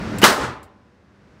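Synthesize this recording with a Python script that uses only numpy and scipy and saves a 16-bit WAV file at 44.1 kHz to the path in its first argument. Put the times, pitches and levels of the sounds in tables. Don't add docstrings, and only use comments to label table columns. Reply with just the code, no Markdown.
import sys
import numpy as np
from scipy.fft import rfft, irfft, next_fast_len
from scipy.io import wavfile
from scipy.ndimage import minimum_filter1d, map_coordinates

SR = 44100
rng = np.random.default_rng(int(sys.argv[2]) if len(sys.argv) > 2 else 0)


def transcribe(signal):
    frames = np.atleast_2d(signal).T
    limited = np.clip(frames, -1, 1)
    pcm = np.round(limited * 32767).astype(np.int16)
    wavfile.write(sys.argv[1], SR, pcm)


N = 61739
T = np.arange(N) / SR
RUSH_S, PUSH_S, CRACK_S = 0.2168, 0.2318, 0.2398


def amp(db):
    return 10 ** (np.asarray(db) / 20)


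def along(points, hz):
    frequencies, values = np.transpose(points)
    return np.interp(np.log(hz + 1), np.log(frequencies + 1), values)


def filtered(x, response):
    size = next_fast_len(N + SR // 2)
    return irfft(rfft(x, size) * response(np.fft.rfftfreq(size, 1 / SR)), size)[..., :N]


def noise(spectrum):
    x = filtered(rng.standard_normal(N), lambda hz: amp(along(spectrum, hz)))
    return x / np.sqrt(np.mean(x ** 2) + 1e-20)


def decay(start_s, t60_s):
    return np.exp(-np.log(1000) * np.maximum(T - start_s, 0) / t60_s)


def burst(spectrum, start_s, t60_s):
    return noise(spectrum) * (T >= start_s) * decay(start_s, t60_s)


def reverberation(spectrum, decays, start_s):
    centres_hz, t60s = np.transpose(decays)
    band_shapes = [np.c_[centres_hz, weights] for weights in np.eye(len(t60s))]
    bands = filtered(noise(spectrum), lambda hz: np.array([along(shape, hz) for shape in band_shapes]))
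    return sum(band * decay(start_s, t60_s) for band, t60_s in zip(bands, t60s))


def ring(modes, centre_s, half_rise_s):
    rise = np.clip((T - centre_s + half_rise_s) / (2 * half_rise_s), 0, 1)
    return rise * sum(
        amp(db) * decay(centre_s + half_rise_s, t60_s) * np.sin(2 * np.pi * (hz * T + rng.random()))
        for hz, db, t60_s in modes)


# frequency_hz, relative_db
DUCT_SPECTRUM = [(20, -30.5), (40, -13.5), (75, -1), (150, -5.5), (210, -2.5), (300, -5.5), (420, -11.5),
                 (520, -14), (750, -17), (1600, -17.5), (3000, -28.5), (5500, -34), (9000, -46),
                 (15000, -59.5)]
# pitch_hz, level_db
FAN_TONES = [(204.6, -35.5), (490, -43), (555, -46), (616, -46)]
def ventilation(waver_rad=1.0, sway_db=3, drift_hz=9):
    def drift():
        return map_coordinates(rng.standard_normal(64), [T * drift_hz], mode="mirror")
    tones = sum(amp(db + sway_db * drift()) * np.sin(2 * np.pi * hz * T + waver_rad * drift())
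                for hz, db in FAN_TONES)
    return amp(-28) * noise(DUCT_SPECTRUM) + tones


# start_s, level_db, t60_s
METAL_IMPACTS = [(.185, -30, 0.065), (.63, -22.5, .09)]
# frequency_hz, relative_db
CLICK_SPECTRUM = [(500, -27), (2500, -1), (4500, -1.5), (6500, -7), (7600, 3.5), (10000, -3.5),
                  (15000, -7.5)]
def metal_clicks(room_db=-17, room_t60_s=0.14):
    return sum(
        amp(db) * (burst(CLICK_SPECTRUM, s, t60_s) + amp(room_db) * burst(CLICK_SPECTRUM, s, room_t60_s))
        for s, db, t60_s in METAL_IMPACTS)


# frequency_hz, relative_db
SWELL_SPECTRUM = [(25, -27), (50, -16.5), (80, -11.5), (150, -6.5), (210, 0), (380, 0.5), (720, -4),
                  (1270, 0), (2600, -12.5), (4500, -17), (8000, -22.5), (15000, -46.5)]
# frequency_hz, t60_s
SWELL_DECAYS = [(70, 0.556), (250, 0.4246), (1000, 0.5), (3000, 0.4396), (7000, 0.28), (12000, 0.29)]
# frequency_hz, relative_db
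BOOM_SPECTRUM = [(20, -45), (32, -30), (48, -15), (62, -2), (85, -6), (130, -3.5), (175, -19), (400, -23),
                 (1500, -79)]
# pitch_hz, level_db, t60_s
LANE_MODES = [(571, -12.5, 0.73), (770, -14.5, 0.8), (1007, -15, 0.87)]
def far_end(swell_s=0.44, rise_db_per_s=73, boom_s=0.3877, boom_rise_s=0.044, decay_delay_s=0.058):
    swell_db = 3 + rise_db_per_s * np.minimum(T - swell_s, 0)
    swell = amp(swell_db) * reverberation(SWELL_SPECTRUM, SWELL_DECAYS, swell_s) * (T >= CRACK_S)
    boom_rise = np.clip((T - boom_s) / boom_rise_s, 0, 1)
    boom = amp(-6) * noise(BOOM_SPECTRUM) * boom_rise * decay(boom_s + decay_delay_s, t60_s=0.59)
    return swell + boom + ring(LANE_MODES, boom_s, decay_delay_s)


# start_s, level_db
SLAP_ARRIVALS = [(0.261, 6), (0.3029, 3), (0.3265, 4.5)]
# frequency_hz, relative_db
SLAP_SPECTRUM = [(200, -12), (500, -3), (1400, 0), (3000, -4), (8000, -9.5), (15000, -23)]
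# start_s, level_db
THUD_ARRIVALS = [(0.275, 15.5), (0.308, 7)]
# frequency_hz, relative_db
THUD_SPECTRUM = [(60, -34), (150, -9.5), (215, 2.5), (320, -7.5), (500, -14.5), (1500, -41.5),
                 (5000, -79.5)]
def near_walls():
    slaps = sum(amp(db) * burst(SLAP_SPECTRUM, s, t60_s=0.03) for s, db in SLAP_ARRIVALS)
    thuds = sum(amp(db) * burst(THUD_SPECTRUM, s, t60_s=0.068) for s, db in THUD_ARRIVALS)
    return slaps + thuds


# pitch_hz, level_db, t60_s
PUSH_MODES = [(205.7, 17.5, 0.11), (295, 15, .035), (396.1, 22, 0.034), (510, 16, 0.023),
              (2908.7, 19.5, 0.045), (3088, 16, 0.034)]
# pitch_hz, relative_db, t60_s
BOOTH_MODES = [(203, -3, .5), (228, -3, 0.26), (252, -3.5, 0.13), (381, 4, 0.54), (592.7, 4, .45),
               (788, 0.5, .45), (870.6, 1.5, 0.72), (1057, 3, 0.69), (1215, 0.5, .35), (1396, 5, .35),
               (1459, 4.5, 0.12), (1676, 4, .33), (1937, -1.5, 0.14)]
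def booth(half_rise_s=0.002):
    return ring(PUSH_MODES, PUSH_S, half_rise_s) + amp(1.5) * ring(BOOTH_MODES, CRACK_S, half_rise_s)


# frequency_hz, relative_db
RUSH_SPECTRUM = [(40, -12), (200, -0.5), (1200, 0), (2500, -5), (5000, -14.5), (10000, -21.5),
                 (15000, -21.5)]
# frequency_hz, relative_db
CRACK_SPECTRUM = [(100, -20.5), (600, -5.5), (1900, 1), (3000, -3), (4500, -5), (7500, -6.5), (10000, -13),
                  (15000, -17)]
# frequency_hz, relative_db
BLAST_SPECTRUM = [(30, -25), (110, -15.5), (220, -11), (450, -3.5), (720, -4.5), (1050, 0.5), (1400, 2),
                  (2000, -3), (2500, -7), (4400, -7), (6000, -11.5), (9000, -15.5), (15000, -23)]
# frequency_hz, t60_s
BLAST_DECAYS = [(80, .6), (250, 0.74), (1200, .42), (2500, .31), (6000, .32), (12000, .28)]
def blast(growth_db_per_s=347.5):
    rush_db = 6.5 + growth_db_per_s * (np.minimum(T, CRACK_S) - RUSH_S)
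    rush = amp(rush_db) * noise(RUSH_SPECTRUM) * (T >= RUSH_S) * decay(CRACK_S, t60_s=0.08)
    crack = amp(22) * burst(CRACK_SPECTRUM, CRACK_S, t60_s=0.033)
    lane = amp(21) * reverberation(BLAST_SPECTRUM, BLAST_DECAYS, CRACK_S) * (T >= CRACK_S)
    return rush + crack + lane


def scene():
    return (ventilation() + metal_clicks() + far_end() + near_walls() + booth() + blast())[None]


def record(dry):
    trigger, target_db, max_cut_db = 0.5, -18, 27
    hold_s, release_db_per_s = 0.59, 14
    top_hz, edge_hz = 15950, 300
    peak = -minimum_filter1d(-np.abs(dry[0]), size=45)
    cut_db = np.clip(20 * np.log10(peak + 1e-9) - target_db, 0, max_cut_db) * (peak > trigger)
    half_hold = int(hold_s * SR) // 2
    held_db = -minimum_filter1d(-cut_db, 2 * half_hold + 1, origin=half_hold, mode="constant")
    release_db = release_db_per_s * T
    eased_db = np.maximum.accumulate(held_db + release_db) - release_db
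    clipped = np.clip(dry * amp(-eased_db), -1, 1)
    return filtered(clipped, lambda hz: np.clip((top_hz - hz) / edge_hz, 0, 1) ** 2)


dry = scene()
out = record(dry)
transcribe(out)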